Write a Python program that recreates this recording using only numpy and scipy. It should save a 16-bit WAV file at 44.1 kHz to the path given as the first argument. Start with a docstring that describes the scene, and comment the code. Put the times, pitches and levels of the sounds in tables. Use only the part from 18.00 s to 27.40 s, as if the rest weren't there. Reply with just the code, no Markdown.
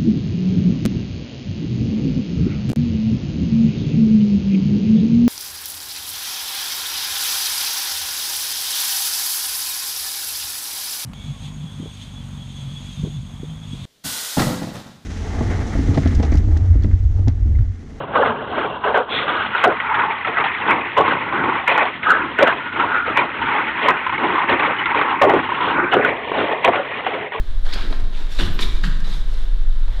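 """A square hay baler at work, followed on foot by a small camera. Each plunger turn the machine slams twice as the hay
is packed and swells as the plunger returns: the bale chamber booms, panels rattle, chains and tines jingle, hard blows ring.
Guides squeak now and then, the tractor drones ahead. The camera is dull above 4 kHz and clips on the blows."""
import sys
import numpy as np
from scipy import signal
from scipy.fft import rfft, irfft, next_fast_len
from scipy.io import wavfile
from scipy.ndimage import map_coordinates

SR = 44100
rng = np.random.default_rng(int(sys.argv[2]) if len(sys.argv) > 2 else 0)


def wav_out(sig):
    """Save sig, one row per channel (or a flat mono array), as 16-bit PCM at SR to the path in sys.argv[1]."""
    wavfile.write(sys.argv[1], SR, np.round(np.clip(np.atleast_2d(sig).T, -1, 1) * 32767).astype(np.int16))


N = 414540

# blows: (s, peak dB, chamber dB, chains dB, t60 s, clank Hz)
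BLOWS = [(0.154, -0.5, -14, -16.5, 0.089, 1081), (0.215, -7, -24, -27, 0.032, 584), (0.838, -7, -33.5, -17.5, 0.22, 1002),
         (0.943, -1, -12, -13, 0.058, 578), (1.188, -10, -5, -5, 0.067, 1250), (1.28, -6, -35, -35.5, 0.068, 1190),
         (1.549, 0.5, -29, -19.5, 0.07, 1416), (1.639, 4.5, -15.5, -10, 0.058, 908), (1.801, -6.5, -37, -11, 0.05, 1930),
         (1.942, -7, -24.5, -9, 0.05, 1384), (1.983, -9, -26.5, -27, 0.096, 1252), (2.247, -8, -17, -8.5, 0.092, 1320),
         (2.37, -3, -15, -16.5, 0.091, 1958), (2.384, -7, -9.5, -5.5, 0.051, 1250), (2.44, -7.5, -18, -6, 0.15, 786),
         (2.968, 1, -12.5, -17, 0.06, 1010), (3.007, -0.5, -13.5, -25.5, 0.09, 1123),
         (3.078, -5, -15, -13.5, 0.13, 1032), (3.324, -12, -36, -31, 0.19, 1018), (3.438, -13.5, -21, -20, 0.13, 1330),
         (3.675, -5, -10, -5, 0.085, 1417), (3.714, -2.5, -17.5, -18, 0.067, 704), (3.777, -1.5, -11, -38, 0.045, 842),
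         (3.853, -5, -24, -9, 0.063, 744), (4.029, -12, -36, -9.5, 0.12, 2100), (4.06, -10.5, -19.5, -26, 0.088, 890),
         (4.387, -2.5, -8, -16, 0.15, 1490), (4.424, 1.5, 2, -16.5, 0.072, 586),
         (4.471, -7.5, -2, -4.5, 0.091, 1334), (4.524, -6.5, -20, -10, 0.078, 1054),
         (4.76, -8, -28, -16.5, 0.22, 1428), (4.797, -4.5, -20, -20, 0.13, 1352),
         (4.942, -14, -29.5, -26, 0.11, 1325), (5.059, -26, -20, -26, 0.072, 1390),
         (5.172, -4.5, -28, -6.5, 0.064, 1130), (5.415, -9, -40, -13, 0.27, 926),
         (5.884, 2, -9.5, -11.5, 0.083, 1033), (6.065, -6, -32, -14, 0.082, 1025), (6.094, -4.5, -34, -12, 0.054, 960),
         (6.125, -5.5, -34, -21, 0.13, 1075), (6.179, -7, -6, -5, 0.033, 2190),
         (6.382, -9.5, -18, -21, 0.08, 1015), (6.416, -8.5, -31, -18, 0.16, 1011), (6.493, -3, -23, -8, 0.054, 1071),
         (6.593, -10, -23, -11, 0.18, 1159), (6.621, -4.5, -5, -29, 0.071, 1135), (6.857, -6, -40, -7.5, 0.067, 1387),
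         (6.946, -4.5, -25.5, -14, 0.087, 1068), (7.013, -3, -25, -21, 0.05, 1168),
         (7.215, 1, -7.5, -9.5, 0.12, 573), (7.295, -1, -3, -13, 0.12, 804),
         (7.337, 0, -4, -21.5, 0.079, 487), (7.491, -8.5, -36, -20, 0.066, 1080), (7.605, -6.5, -25.5, -17.5, 0.12, 1000), (7.67, -11.5, 0, -23, 0.055, 1186),
         (7.922, -15, -6.5, -25.5, 0.025, 1530), (7.967, 4.5, -14.5, -28, 0.045, 426), (8.048, -1, -20, -13.5, 0.069, 1463),
         (8.317, 1.5, -28, -18, 0.017, 434), 
         (8.513, -9, -19, -26.5, 0.1, 778), (8.644, 0, -16, -6.5, 0.053, 1066), (8.677, 2.5, -6.5, -31.5, 0.081, 708),
         (8.755, -6, -18, -16, 0.087, 568), (9.065, -3.5, -11, -14.5, 0.064, 756), (9.32, -13.5, -7.5, -6, 0.053, 950)]
# resonances of each part: (Hz, width Hz, dB)
CHAMBER = [(429.9, 56, -1), (531, 92, 1), (596.5, 180, 0.5), (769, 120, -1.5)]
PANELS = [(875, 195, -1.5), (974, 95, 3), (1034.5, 161, 0.5), (1175, 124, -3)]
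CHAINS = [(1820, 345, -1), (2180, 368, 3), (2327, 360, 2), (2604, 260, -4)]
FIRING_HZ = 35.7
ORDERS_DB = [(2, -51.5), (3, -52), (4, -45.5), (5, -57)]  # exhaust tones: (multiple of firing rate, dB)
TRACTOR = [(0, 8.5), (1.2, -2), (2.5, -2.5), (5, -3.5), (7, -3), (9.4, -8)]  # (s, dB)
DRONE = [(15, -55.5), (25, -19), (92, 2), (168, -5.5), (243, 4), (400, -19.5), (520, -33), (880, -120)]  # (Hz, dB per Hz)
CAMERA = [(22, -10), (40, -2.5), (200, -1), (3400, 1), (3800, -3.5), (4150, -9.5), (4400, -25), (4600, -39.5), (4800, -80), (5100, -110)]  # (Hz, dB)
CLIP_AT = .705  # fixed
TOP_HZ = 15850  # fixed
FRAME = [(45, 50, -13.5), (69.6, 5.4, -6.5), (99.4, 17, -8.5), (179, 67, -5), (250.3, 75, -1.5), (358, 137, -3)]
TINES = [(2784, 348, 0.5), (3269, 324, 1), (3470, 227, 1.5), (3840, 500, -3.5), (4420, 370, -3.5)]
# steel rubbing steel for a moment: (start s, length s, Hz, width Hz, dB)
RUBS = [(0.679, 0.086, 2790, 90, -34.5), (1.081, 0.18, 3410, 350, -20), (1.083, 0.14, 2600, 600, -25), (4.451, 0.079, 1540, 50, -11.5), (4.553, 0.31, 1425, 51, -25),
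        (4.783, 0.12, 1423, 50.5, -24.5), (4.873, 0.19, 1426, 38.7, -15), (5.029, 0.075, 1420, 59.5, -24), (5.164, 0.058, 2386, 121, -18.5),
        (6.324, 0.089, 1038, 61.3, -17), (6.338, 0.05, 1490, 60, -23.5), (7.678, 0.44, 1543, 60, -21.5), (7.912, 0.049, 2890, 120, -16.5),
        (6.78, 0.03, 2980, 80, -22), (8.37, 0.029, 3600, 120, -27.5)]
GUARDS = [(1256.7, 161, 0), (1410, 92, 1.5), (1484, 85, 1.5), (1642, 130, -2.5)]
# idle rattle as the camera walks round: (s, frame dB, chamber dB, panels dB, guards dB, chains dB, tines dB)
IDLE = [(0.0, -34, -29.5, -34, -34.5, -44.5, -43.5), (1.0, -50.5, -34.5, -31.5, -36.5, -48, -42.5),
        (1.2, -60, -44.5, -36, -34, -36.5, -41.5), (2.5, -44, -42, -31.0, -33.5, -28, -39),
        (4.0, -43.0, -43.5, -39.0, -37.5, -34, -40), (5.5, -36.5, -39, -32, -29.0, -28.5, -37.5),
        (7.0, -36.5, -43, -27, -29, -27.5, -40), (8.0, -37, -40, -40.5, -34, -31.5, -55),
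        (8.3, -41, -28.5, -30, -46.5, -33, -35.5), (9.4, -53, -42.5, -46, -43, -33, -44)]
# packing slams, levels over the idle rattle: (s, hold s, frame dB, chamber dB, panels dB, guards dB, chains dB, tines dB)
SLAMS = [(0.155, 0.072, 6, 16, 15.5, 16.0, 9, 10), (0.263, 0.028, -8.5, 8.5, 13.5, 13.5, 16, 12),
         (0.848, 0.052, 10, 14, 10, 13.5, 11, 6), (0.95, 0.029, 8, 17.5, 13.5, 16.0, 21.5, 11),
         (1.545, 0.13, 15.5, 12.5, 7, 10.5, 5, 8.5), (1.644, 0.0092, 29.5, 32, 17.0, 20, 12, 13),
         (2.273, 0.0067, 14.5, 17, 7.5, 1.5, -14, 1), (2.372, 0.04, 12, 13.5, 9.5, 15, 5.5, 1.5),
         (2.98, 0.0086, 18.5, 28, 20.0, 10, 6.5, 12.5), (3.062, 0.068, 16.5, 11.5, 13, 11, 5, 6),
         (3.686, 0.045, 12.5, 20.5, 20.5, 11.5, 17, 12.5), (3.782, 0.041, 12, 20, 21.5, 12.5, 14.5, 7.5),
         (4.397, 0.031, 9.5, 23, 18.5, 15.5, 14, 12.5), (4.481, 0.038, 12.0, 16, 14.5, 9.5, 0.5, 7),
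         (5.07, 0.024, 6.5, 13.5, 3.5, 10, -2, 3), (5.172, 0.025, 10.0, 16.5, 16.5, 9.5, 9.5, 6),
         (5.825, 0.063, 5, 16.5, 5, -8, 0.5, 5.5), (5.888, 0.0053, 9, 16.0, 14.5, 13, 10.0, 1),
         (6.498, 0.023, 13, 20.5, 6.5, 7.5, 8, 10.5), (6.589, 0.099, 6, 16.5, 7.5, 7.0, 3.5, 7),
         (7.224, 0.039, 16.5, 28, 19, 4.5, 7.5, 5), (7.292, 0.066, 15.5, 21, 13, 5, 5, 12),
         (7.932, 0.024, 17.5, 26, 17.5, 16.5, 9, 27), (8.032, 0.053, 11, 15.5, 13, 5.5, 10, 17),
         (8.654, 0.017, 19, 19.0, 23, 19.5, 16, 16), (8.74, 0.033, 16, 15, 13, 21.5, 7, 7),
         (9.345, 0.0033, 12.5, 14.5, 16.5, 4.5, 3, 9)]
# return-stroke swells, levels over the idle rattle: (peak s, rise s, frame dB, chamber dB, panels dB, guards dB, chains dB, tines dB)
SWELLS = [(0.584, 0.099, 15.5, 9, 6, 13, 13.5, 8), (1.163, 0.032, 26.5, 8, 2.5, -8, 10.5, 8),
          (1.294, 0.44, 25.5, 18, 7, 8, 1.5, 7.5), (1.4, 0.17, 11.5, -1, 7, 12, 4.5, 10.5),
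          (1.996, 0.303, 15.5, 11, 15, 14.5, 5.5, 2), (2.691, 0.1, 18.5, 16.5, 13.5, 11.5, 7, 5.5),
          (3.425, 0.24, 19.5, 15.5, 16.5, 14, 5, -0.5), (3.532, 0.072, -6, 3, 14.5, 13.5, 8, 3.5),
          (4.088, 0.063, 12.5, 16, 14.5, 28, 6.5, 9.5), (4.19, 0.064, 14.5, -9, 13, 13.5, 3.5, -3.0),
          (4.794, 0.067, 11, 12.5, 13.5, 11, 1, 5.5), (4.934, 0.07, -2, 6.5, 8, 12, -6.5, -15.5),
          (5.555, 0.26, 1.5, 8, 11.5, 5.5, 4.5, 2), (6.241, 0.1, 11.5, 16, 7.5, -1, -3, 4.5),
          (6.378, 0.1, -3.5, 4, 9.5, 4.0, 4.0, 3), (6.978, 0.19, 7.5, 17, 8, 6, 2, 9),
          (7.088, 0.024, 3.5, 0, 6.5, 5.5, -19, 8.5), (7.663, 0.363, 8, 9.5, 15.5, 8.0, 1.5, 22),
          (7.795, 0.25, 11, 6.5, 14.5, 9, -9, -11), (8.382, 0.085, 14.5, 7, 7, 20.5, 4.5, 5),
          (8.504, 0.25, 4.5, 7.5, 7.5, 9.5, 4.5, -5.5), (9.038, 0.16, 15, 10.5, 14.5, 16, 3.5, 10),
          (9.175, 0.16, 16, 15, 6.5, 9, -1.5, 0)]
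LOOSE_DB = .7  # fixed; each part's own unsteadiness
# the rattle drops where the plunger turns round: (s, depth dB)
LULLS = [(0.07, 5.5), (0.465, 0.5), (0.799, 7), (1.067, 8.5), (1.878, 0), (2.213, 0.5), (2.941, 1),
         (3.648, -1), (3.952, -1.5), (4.338, -0.5), (4.706, 6), (5.034, 9), (5.732, 3.5), (6.462, 2.0),
         (7.18, 1.5), (7.901, 3.5), (8.615, 1), (9.029, 8.5), (9.294, 5.5)]
LULL_S = .023
SLAM_RISE_S = 0.024  # rises and falls are times for a tenfold change
SWELL_HOLD_S = 0.018
# how each part answers, frame to tines: (lag behind a slam s, fall after a slam s, fall after a swell s)
ANSWER = [(.013, 0.088, .21), (0.0047, 0.086, .2), (-0.001, 0.091, 0.19), (-0.0053, 0.095, 0.1), (-0.01, 0.067, .13), (-0.0026, 0.055, .113)]
SWELL_FALL_S = None
STOP = 1.41  # a fall starts gently and ends steeply
# the heaviest slams end in a falling thump that stills the light parts: (s, length s, level dB, stilled by dB)
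THUMPS = [(0.937, 0.08, -21.5, 1.5), (1.64, 0.063, -11.5, 6), (2.973, .05, -13.5, 1), (4.39, .055, -13.5, 1),
          (7.213, .075, -9.5, 2.5), (7.293, .072, -10.5, 2.5), (7.933, .055, -12.5, 7), (8.646, .065, -12.5, 5.5)]
THUMP_FROM_HZ, THUMP_TO_HZ, THUMP_ROUGH_DB = 1000, 280.6, 4
JUDDER_S, JUDDER_SAG = .022, .7  # a thump is a run of contacts; each drops in pitch by this share


def amp(db):
    """Decibels to gain."""
    return 10 ** (np.asarray(db) / 20)


def unit(x):
    """Scaled to rms 1."""
    return x / np.sqrt(np.mean(x ** 2) + 1e-20)


def along(points, hz):
    """(Hz, value) points on a log axis."""
    f, v = np.transpose(points)
    return np.interp(np.log(hz + 1), np.log(f + 1), v)


def curves(rows):
    """One value per sample for each column after the time."""
    s, *cols = np.transpose(rows)
    return [np.interp(np.arange(N) / SR, s, c) for c in cols]


def wobble(rate):
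    """A smooth random curve, rate knots a second."""
    return map_coordinates(rng.standard_normal(int(N * rate / SR) + 4), [np.arange(N) * rate / SR])


def filtered(x, response):
    """x times a complex response of frequency."""
    m = next_fast_len(N + SR // 2)
    return irfft(rfft(x, m) * response(np.fft.rfftfreq(m, 1 / SR)), m)[..., :N]


def hum(modes):
    """Noise ringing in a part's resonances."""
    body = lambda f: sum(amp(db) * 1j * f * w / (c * c - f * f + 1j * f * w) * (-1) ** k for k, (c, w, db) in enumerate(modes))
    return unit(filtered(rng.standard_normal(N), lambda f: body(f) ** 2))


def taps(modes, count, cycles, spread_db):
    """Small loose contacts, each ringing briefly near one resonance."""
    u = rng.random((count, 4))
    hz, width, db = np.array(modes)[(u[:, 0] * len(modes)).astype(int)].T[:, :, None]
    hz = hz + width * (u[:, 1:2] - .5)
    t = np.arange(1000) / SR  # fixed
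    size = amp(db - spread_db * np.log(u[:, 2:3] + 0.072)) * np.cos(t / t[-1] * np.pi / 2)
    ring = size * np.sin(2 * np.pi * hz * t) * np.exp(-t * hz / cycles) * (1 - np.exp(-t * hz / 0.85)) ** 2
    at = (u[:, 3:] * N).astype(int) + np.arange(len(t))
    return unit(np.bincount(at.ravel(), ring.ravel())[:N])


def jolts():
    """The power that the blows add to each part, and the clank of each blow itself."""
    power, clank, t = np.zeros((6, N + SR)), np.zeros(N + SR), np.arange(SR // 4) / SR
    for s, db, chamber_db, chains_db, t60, hz in BLOWS:
        # a blow is a short scuffle of contacts: it strikes at once and then dies away steadily
        shape = amp(db - 3.0 - 60 * (t / np.clip(t60, .02, .2)) ** 1.03) * (1 - np.exp(-t / 0.00082))
        # the heavy parts take some milliseconds to answer
        heavy = amp(chamber_db) * shape * (1 - np.exp(-t / 0.014))
        light = amp(chains_db) * shape
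        parts = [amp(-4.5) * heavy, amp(4.0) * heavy, amp(-14.0) * shape, amp(-15.5) * shape, amp(-3.5) * light, amp(-8.0) * light]
        power[:, round(s * SR):][:, :len(t)] += np.square(parts)
        clank[round(s * SR):][:len(t)] += amp(-3.0 - 60 * t / 0.22) * shape * np.sin(2 * np.pi * hz * t)
    return power[:, :N], clank[:N]


def baler():
    """Each part rattles as hard as the stroke and the blows shake it."""
    jolt, clank = jolts()
    frame, chamber, panels, guards, chains, tines = np.sqrt(amp(shake() + slack()) ** 2 + jolt)
    boom = unit(taps(CHAMBER, count=1200, cycles=4.6, spread_db=0.0) + 0.81 * hum(CHAMBER))
    rattle = unit(taps(PANELS, count=1400, cycles=17, spread_db=2.0) + 0.95 * hum(PANELS))
    chatter = unit(taps(GUARDS, count=1400, cycles=13, spread_db=1.0) + 0.85 * hum(GUARDS))
    jingle = unit(taps(CHAINS, count=2500, cycles=9, spread_db=4.0) + 1.15 * hum(CHAINS))
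    tick = unit(taps(TINES, count=900, cycles=5, spread_db=2.5) + 2.0 * hum(TINES))
    thump, still_db = thumps()
    light = panels * rattle + guards * chatter + chains * jingle + tines * tick
    parts = frame * hum(FRAME) + chamber * boom + amp(still_db) * light
    # looseness makes the whole machine stutter together
    return amp(1.33 * wobble(45)) * parts + clank + thump


def squeak():
    """Each rub is a rough tone that swells and fades."""
    out, hiss = np.zeros(N), rng.standard_normal(N)
    for s, length, hz, width, db in RUBS:
        span = slice(round(s * SR), round((s + length) * SR))
        tone = unit(signal.lfilter(*signal.iirpeak(hz, hz / width, SR), hiss[span]))
        out[span] += amp(db - 5.0) * np.hanning(len(tone)) ** .5 * tone
    return out


def tractor():
    """Exhaust tones on a low rumble."""
    phase = 2 * np.pi * np.cumsum(FIRING_HZ * (1 + 0.021 * wobble(2.8))) / SR
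    tones = sum(amp(db - 1.5 + 5.4 * wobble(10)) * np.sin(k * phase + k * k) for k, db in ORDERS_DB)
    rumble = unit(filtered(rng.standard_normal(N), lambda hz: amp(along(DRONE, hz))))
    return amp(curves(TRACTOR)[0]) * (tones + amp(-40.0 + 3.8 * wobble(10)) * rumble)


def slack():
    """Just before a blow the parts coast through their free play and the rattle drops (dB)."""
    s, db = np.transpose(BLOWS)[:2]
    before = np.arange(N) / SR
    k = np.clip(np.searchsorted(s, before), 0, len(s) - 1)
    wait = s[k] - before
    return -np.clip(5.5 + 0.2 * db[k], 0, 12) * np.exp(-np.abs(wait) / 0.014) * (wait > 0)


def heave(t, s, rise, hold, fall, over_db):
    """Power over idle of one part: each heave rises, holds and falls."""
    late = t - s[:, None]
    shape_db = -20 * (np.maximum(-late, 0) / np.maximum(rise, .01) + (np.maximum(late - hold, 0) / fall) ** STOP)
    return amp(over_db) ** 2 @ amp(shape_db) ** 2


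def shake():
    """How hard each part is shaken (dB): the idle rattle lifted by slams and swells, dropped in lulls."""
    slams, swells, t = np.array(SLAMS), np.array(SWELLS), np.arange(0, N / SR + .01, .003)  # fixed
    lull_db = sum(db * np.exp(-((t - s) / LULL_S) ** 2) for s, db in LULLS)
    rows = []
    for k, (lag, slam_fall, swell_fall) in enumerate(ANSWER):
        power = 1 + heave(t, slams[:, 0] + lag, SLAM_RISE_S, slams[:, 1:2], slam_fall, slams[:, k + 2])
        power = power + heave(t, swells[:, 0], swells[:, 1:2], SWELL_HOLD_S, swell_fall, swells[:, k + 2])
        rows.append(np.interp(np.arange(N) / SR, t, 10 * np.log10(power) - lull_db) + LOOSE_DB * wobble(14))
    return np.array(curves(IDLE)) + rows


def thumps():
    """The juddering, falling tone of each thump, and how far it stills the light parts (dB)."""
    tone, still_db, uneven = np.zeros(N), np.zeros(N), 1 + .25 * wobble(40)
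    for s, length, db, stilled_db in THUMPS:
        u = np.linspace(0, 1, round(length * SR))
        contact = np.cumsum(uneven[round(s * SR):][:len(u)]) / SR / JUDDER_S % 1
        hz = THUMP_FROM_HZ * (THUMP_TO_HZ / THUMP_FROM_HZ) ** u ** 0.92 * (1 + JUDDER_SAG * (.5 - contact))
        shape = np.sin(np.pi * u) ** 0.67 * np.sin(np.pi * contact ** .6) ** 1.1
        tone[round(s * SR):][:len(u)] = amp(db) * shape * np.sin(2 * np.pi * (np.cumsum(hz) / SR + rng.random()))
        still_db[round(s * SR):][:len(u)] = -stilled_db * np.clip(4 * u - .6, 0, 1) * np.clip(12 * (1 - u), 0, 1)
    return amp(THUMP_ROUGH_DB * wobble(110)) * tone, still_db


def scene():
    """Everything reaches one microphone."""
    return (baler() + squeak() + tractor())[None]


def record(dry):
    """The preamp squeezes the peaks, the path is dull, hard clipping spits treble, then the band limit."""
    squeezed = dry / (1 + np.abs(dry / 1.06) ** 3) ** (1 / 3)
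    dull = filtered(squeezed, lambda hz: amp(along(CAMERA, hz)))
    return filtered(np.clip(dull, -CLIP_AT, CLIP_AT), lambda hz: np.clip((TOP_HZ - hz) / 300, 0, 1))  # fixed


dry = scene()
out = record(dry)
wav_out(out)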